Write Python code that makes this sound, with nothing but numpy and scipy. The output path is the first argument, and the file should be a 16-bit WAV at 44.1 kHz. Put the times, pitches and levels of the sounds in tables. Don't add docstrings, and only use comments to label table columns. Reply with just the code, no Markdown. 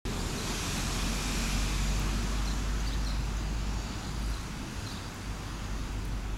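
import sys
import numpy as np
from scipy import signal
from scipy.fft import rfft, irfft, next_fast_len
from scipy.io import wavfile
from scipy.ndimage import uniform_filter1d, map_coordinates

SR = 44100
rng = np.random.default_rng(int(sys.argv[2]) if len(sys.argv) > 2 else 0)


def store_wav(level_fs):
    pcm = np.round(np.clip(np.atleast_2d(level_fs), -1, 1) * 32767)
    wavfile.write(sys.argv[1], SR, pcm.T.astype(np.int16))


N = 281137
TIME_S = np.arange(N) / SR


def amp(db):
    return 10 ** (np.asarray(db) / 20)


def unit(x):
    return x / np.sqrt(np.mean(x ** 2) + 1e-20)


def along(points, hz):
    point_hz, values = np.transpose(points)
    return np.interp(np.log(hz + 1), np.log(point_hz + 1), values)


def curve(rows):
    return np.interp(TIME_S, *np.transpose(rows))


def swell(closest_s, lasting_s):
    return 1 / (1 + ((TIME_S - closest_s) / lasting_s) ** 2)


def wobble(rate):
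    knots = rng.standard_normal(int(N * rate / SR) + 4)
    return map_coordinates(knots, [np.arange(N) * rate / SR])


def filtered(x, response):
    m = next_fast_len(N + SR // 2)
    spectrum = rfft(x, m) * response(np.fft.rfftfreq(m, 1 / SR))
    return irfft(spectrum, m)[..., :N]


def rush(spectrum, patchy_db):
    cells = signal.stft(rng.standard_normal(N), nperseg=512)[2]
    across_hz = uniform_filter1d(rng.standard_normal(cells.shape), size=5, axis=0)
    patches = unit(uniform_filter1d(across_hz, size=22, axis=1))
    noise = signal.istft(cells * amp(patchy_db * patches), nperseg=512)[1][:N]
    return unit(filtered(noise, lambda hz: amp(along(spectrum, hz))))


def band(centre_hz, width_hz):
    noise = rng.standard_normal(N)
    return unit(filtered(noise, lambda hz: 1 / (1 + ((hz - centre_hz) / width_hz * 2) ** 2)))


def add(track, s, sound):
    room = track[max(round(s * SR), 0):][:len(sound)]
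    room += sound[:len(room)]


STREAM_DB, STREAM_FADE_DB_PER_S = -44, 0.59
STREAM_RUMBLE_DB, STREAM_HISS_DB = 4.5, -9
# closest in seconds, time to half gain in seconds, rumble in dB, roar in dB,
# hiss in dB, nearness from 0 to 1 (the share of hiss power with the near colour).
VEHICLES = [(.68, 0.53, -48.5, -43.5, -39, 0.99), (1.4, 0.54, -42.5, -44.5, -39, 0.88),
            (2.2, 0.75, -46, -45.5, -45.5, 0.47), (3.05, 0.36, -47.5, -51.5, -53, 0),
            (3.87, 0.56, -56, -50, -49, 0.01), (4.8, 0.76, -56, -55.5, -51, 0.54),
            (5.68, 0.67, -47, -51.5, -53, 0.6)]


def road_levels():
    stream = amp(STREAM_DB - STREAM_FADE_DB_PER_S * TIME_S)
    power = np.outer([amp(STREAM_RUMBLE_DB), 1, 0, amp(STREAM_HISS_DB)], stream) ** 2
    for closest_s, lasting_s, rumble_db, roar_db, hiss_db, nearness in VEHICLES:
        near_gain = amp(hiss_db) * np.sqrt(nearness)
        far_gain = amp(hiss_db) * np.sqrt(1 - nearness)
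        gains = [amp(rumble_db), amp(roar_db), near_gain, far_gain]
        power = power + np.outer(gains, swell(closest_s, lasting_s)) ** 2
    return np.sqrt(power)


DEEP_DB = -46
# frequency in Hz, relative density in dB per Hz.
DEEP_SPECTRUM = [(12, -24), (24, -5), (30, -6), (36, -11), (58, -5), (75, -21), (150, -60)]
RUMBLE_SPECTRUM = [(20, -22), (45, -8), (70, 0.5), (105, -0.5), (150, -1.5), (250, -5), (350, -10.5),
                   (500, -20.5), (900, -44.5)]
ROAR_SPECTRUM = [(200, -0.5), (500, -2), (780, 1), (1100, 1), (1450, 0), (1900, -4.5), (2600, -6.5),
                 (4000, -15.5), (8000, -47)]
NEAR_HISS_SPECTRUM = [(1060, -16), (1800, -6.5), (2120, -7.5), (2430, -4), (2760, -4.5), (3370, -1),
                      (4930, -5), (5650, -1.5), (7090, -3.5), (9140, -12.5), (11100, -11), (12700, -18.5),
                      (15800, -45)]
FAR_HISS_SPECTRUM = [(1060, -52), (1800, -22), (2200, -21), (2590, 4), (3160, -2.5), (3620, 1.5),
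                     (4420, 1.5), (4800, 4), (5250, -0.5), (7020, 0.5), (8570, -12), (10700, -10.5),
                     (12800, -23), (15200, -26), (15800, -41)]


def traffic():
    rumble_gain, roar_gain, near_gain, far_gain = road_levels()
    deep = amp(DEEP_DB) * rush(DEEP_SPECTRUM, patchy_db=0.0)
    rumble = rumble_gain * rush(RUMBLE_SPECTRUM, patchy_db=1.0)
    roar = roar_gain * rush(ROAR_SPECTRUM, patchy_db=0.82)
    near_hiss = near_gain * rush(NEAR_HISS_SPECTRUM, patchy_db=1.5)
    far_hiss = far_gain * rush(FAR_HISS_SPECTRUM, patchy_db=1.7)
    return deep + rumble + roar + near_hiss + far_hiss


THROB_S, THROB_LASTING_S, THROB_DB, THROB_FAR_DB = 1.35, 1.4, -40.5, -54
# time in seconds, firing rate in Hz.
FIRING_RATE = [(0, 42.8), (.6, 43.78), (1, 45.32), (1.5, 47.18), (2, 48.56), (2.7, 50.24), (3.4, 50.6),
               (4.2, 52.75), (4.9, 49.9), (5.5, 49.24), (6.37, 47.9)]
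# time in seconds, level in dB before it wavers.
DRONE_LEVEL = [(0.0, -34.5), (0.7, -43), (0.9, -34.5), (1.3, -34.5), (1.55, -30.5), (2.8, -31.5),
               (3.55, -33), (4.0, -39.5), (4.3, -32.5), (4.44, -46), (5.15, -51), (5.27, -39), (5.52, -42),
               (5.8, -34), (6.37, -35.5)]
# frequency in Hz, relative overtone level in dB.
PIPE_COLOUR = [(90, 0.5), (140, -3), (190, -6), (240, -8), (290, -14), (400, -24), (600, -28)]


def exhaust(waver_db=-53, scatter_db=3, smear=0.19):
    firing_hz = curve(FIRING_RATE)
    phase = 2 * np.pi * np.cumsum(firing_hz) / SR
    drone_gain = amp(curve(DRONE_LEVEL)) + amp(waver_db) * wobble(10)
    drone = drone_gain * unit(np.sin(phase))
    overtones = np.zeros(N)
    for k in range(2, 12):
        gain = amp(along(PIPE_COLOUR, k * firing_hz) + scatter_db * wobble(4.85))
        drift = smear * np.sqrt(k) * wobble(9.8)
        overtones += gain * np.sin(k * phase + rng.uniform(0, 2 * np.pi) + drift)
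    throb_gain = np.hypot(amp(THROB_DB) * swell(THROB_S, THROB_LASTING_S), amp(THROB_FAR_DB))
    return drone + throb_gain * unit(overtones)


# centre in Hz, width in Hz,
# level when loudest in dB, loudest at in seconds, time to half gain in seconds.
PASSING_BANDS = [(102.3, 28, -47, 5.7, 2.6), (174, 29, -44, 0.41, 0.26), (205, 78, -44.5, 2.09, 0.39),
                 (185, 75, -45.5, 3.79, 0.27), (134, 45, -45.5, 3.23, 0.31), (280, 61, -47, 0.63, 0.52),
                 (392, 137, -47, 0.29, 0.69), (1200, 450, -48.5, 1.0, 0.21), (2480, 280, -51, 0.63, 0.22),
                 (2450, 380, -47, 1.45, 0.57), (4740, 300, -62, 4.8, 0.81), (5600, 700, -51, 0.71, 0.15)]


def passing():
    return sum(amp(db) * band(hz, width_hz) * swell(closest_s, lasting_s)
               for hz, width_hz, db, closest_s, lasting_s in PASSING_BANDS)


HUM_HZ, HUM_DB = 232.5, -44
HUM_DOPPLER = .04
HUM_S, HUM_LASTING_S = 1.15, 0.665


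def second_engine(smear=0.56, flutter_db=2.5):
    ahead = (HUM_S - TIME_S) / HUM_LASTING_S
    approach = ahead / np.hypot(1, ahead)
    pitch_hz = HUM_HZ * (1 + HUM_DOPPLER * approach)
    phase = 2 * np.pi * np.cumsum(pitch_hz) / SR + smear * wobble(14)
    hum = unit(np.sin(phase) * amp(flutter_db * wobble(9.8)))
    return amp(HUM_DB) * swell(HUM_S, HUM_LASTING_S) * hum


NOTES = { "chilip": [(0, 4800, -15), (.005, 5300, -10), (.008, 5900, -2), (.011, 5400, -9),
         (.014, 4400, -17), (.022, 4270, -6), (.033, 4130, 0), (.038, 3900, -6), (.043, 3500, -18),
         (.049, 3550, -24), (.055, 3750, -8), (.064, 4080, -2), (.069, 4400, -14), (.073, 3950, -7),
         (.082, 3350, -13)], "cheerup": [(0, 3650, -14), (.005, 4150, -6), (.013, 4750, -4),
         (.023, 4550, -1), (.029, 4750, -6), (.032, 5350, -9), (.035, 4200, -6), (.039, 3600, -5),
         (.044, 3900, -22), (.048, 4250, -13), (.054, 3600, -14), (.061, 3150, -13), (.068, 3250, -17),
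         (.073, 3600, -6), (.078, 3850, -1), (.082, 4250, -15), (.086, 3800, -10), (.091, 3050, -14),
         (.099, 3300, -15)], "tsip": [(0, 5630, -20), (.005, 6200, -5), (.009, 6700, -14),
         (.02, 6800, -20)], "tsew": [(0, 5830, -9), (.006, 5700, -1), (.016, 5200, -7), (.026, 5130, -22),
         (.034, 4950, -5), (.04, 4500, -12)], }
# start in seconds, level in dB, echo relative to the call in dB,
# growth over the call in dB, note name.
CHIRPS = [(0.186, -41, -10, 2, "cheerup"), (0.357, -38, -12, -6, "chilip"), (2.45, -38, -7, 0, "chilip"),
          (2.799, -36, -8, 0, "tsip"), (2.857, -37.5, -8, 3, "cheerup"), (3.043, -37.5, -5, 0, "chilip"),
          (3.08, -45, -7, 0, "tsew"), (3.366, -36, -6, 0, "tsip"), (4.02, -48, -6, 2, "chilip"),
          (4.308, -46.5, -6, 4, "chilip"), (4.84, -40.5, -3, -2, "chilip"), (4.881, -46, -4, 0, "tsew"),
          (4.899, -42.5, -3, 3, "cheerup")]


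def sparrows(overtone_db=-16, echo_t60=0.45, echo_delay_s=.008, flutter_db=2.0):
    song = np.zeros(N)
    tail_t = np.arange(SR // 2) / SR
    for start_s, db, echo_db, growth_db, note in CHIRPS:
        knots_s, pitch_hz, shape_db = np.transpose(NOTES[note])
        t = np.arange(int(knots_s[-1] * SR)) / SR
        detune = 1 + 0.0046 * rng.standard_normal()
        phase = 2 * np.pi * np.cumsum(np.interp(t, knots_s, pitch_hz)) / SR * detune
        overtones = np.sin(2 * phase) + .5 * np.sin(3 * phase)
        whistle = np.sin(phase) + amp(overtone_db) * overtones
        flutter = flutter_db * wobble(294)[:len(t)]
        level_db = db + np.interp(t, knots_s, shape_db) + growth_db * t / t[-1] + flutter
        call = amp(level_db) * whistle * signal.windows.tukey(len(t), .08)
        tail = rng.standard_normal(len(tail_t)) * amp(-60 * tail_t / echo_t60)
        echo = signal.fftconvolve(call, tail / np.linalg.norm(tail))
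        add(song, start_s, call)
        add(song, start_s + echo_delay_s, amp(echo_db) * echo)
    return song


# start in seconds, level at the onset in dB,
# centre in Hz, width in Hz, time to decay by 60 dB in seconds.
TICKS = [(1.931, -54, 15200, 2500, .05), (1.996, -40.5, 14200, 3200, .016),
         (3.208, -54, 12500, 7000, 0.012), (3.256, -51.5, 13000, 6000, .014),
         (4.195, -50, 12500, 5000, .014), (5.144, -49.5, 13000, 7000, .014),
         (5.925, -52.5, 10500, 9000, 0.0085), (6.052, -46, 11060, 6000, 0.026),
         (6.079, -48, 12300, 9000, 0.0097), (6.085, -53, 8000, 4000, .016)]


def grass_ticks():
    ticks = np.zeros(N)
    t = np.arange(SR // 20) / SR
    for start_s, db, hz, width_hz, t60 in TICKS:
        add(ticks, start_s, amp(db - 60 * t / t60) * band(hz, width_hz)[:len(t)])
    return ticks


# frequency in Hz, relative density in dB per Hz.
BLADES_SPECTRUM = [(3000, -27), (6000, -5), (9500, 3), (11500, -2), (13000, -10), (15500, -18)]
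# loudest at in seconds, time to half gain in seconds, level when loudest in dB.
RUSTLES = [(4.28, 0.12, -60), (4.9, 0.44, -63.5), (6.2, .25, -67.5)]


def rustle(clumpy_db=1, grainy_db=3.5):
    grain = amp(clumpy_db * wobble(18) + grainy_db * wobble(400))
    crackle = unit(rush(BLADES_SPECTRUM, patchy_db=1) * grain)
    return crackle * sum(amp(db) * swell(loudest_s, lasting_s) for loudest_s, lasting_s, db in RUSTLES)


def scene():
    road = traffic() + exhaust() + passing() + second_engine()
    lawn = sparrows() + grass_ticks() + rustle()
    mid = road + lawn
    return np.array([mid, mid])


START_S, TOP_HZ = .052, 15850


def record(dry):
    opened = uniform_filter1d(1.0 * (TIME_S > START_S), size=64)
    return filtered(dry * opened, lambda hz: hz < TOP_HZ)


dry = scene()
out = record(dry)
store_wav(out)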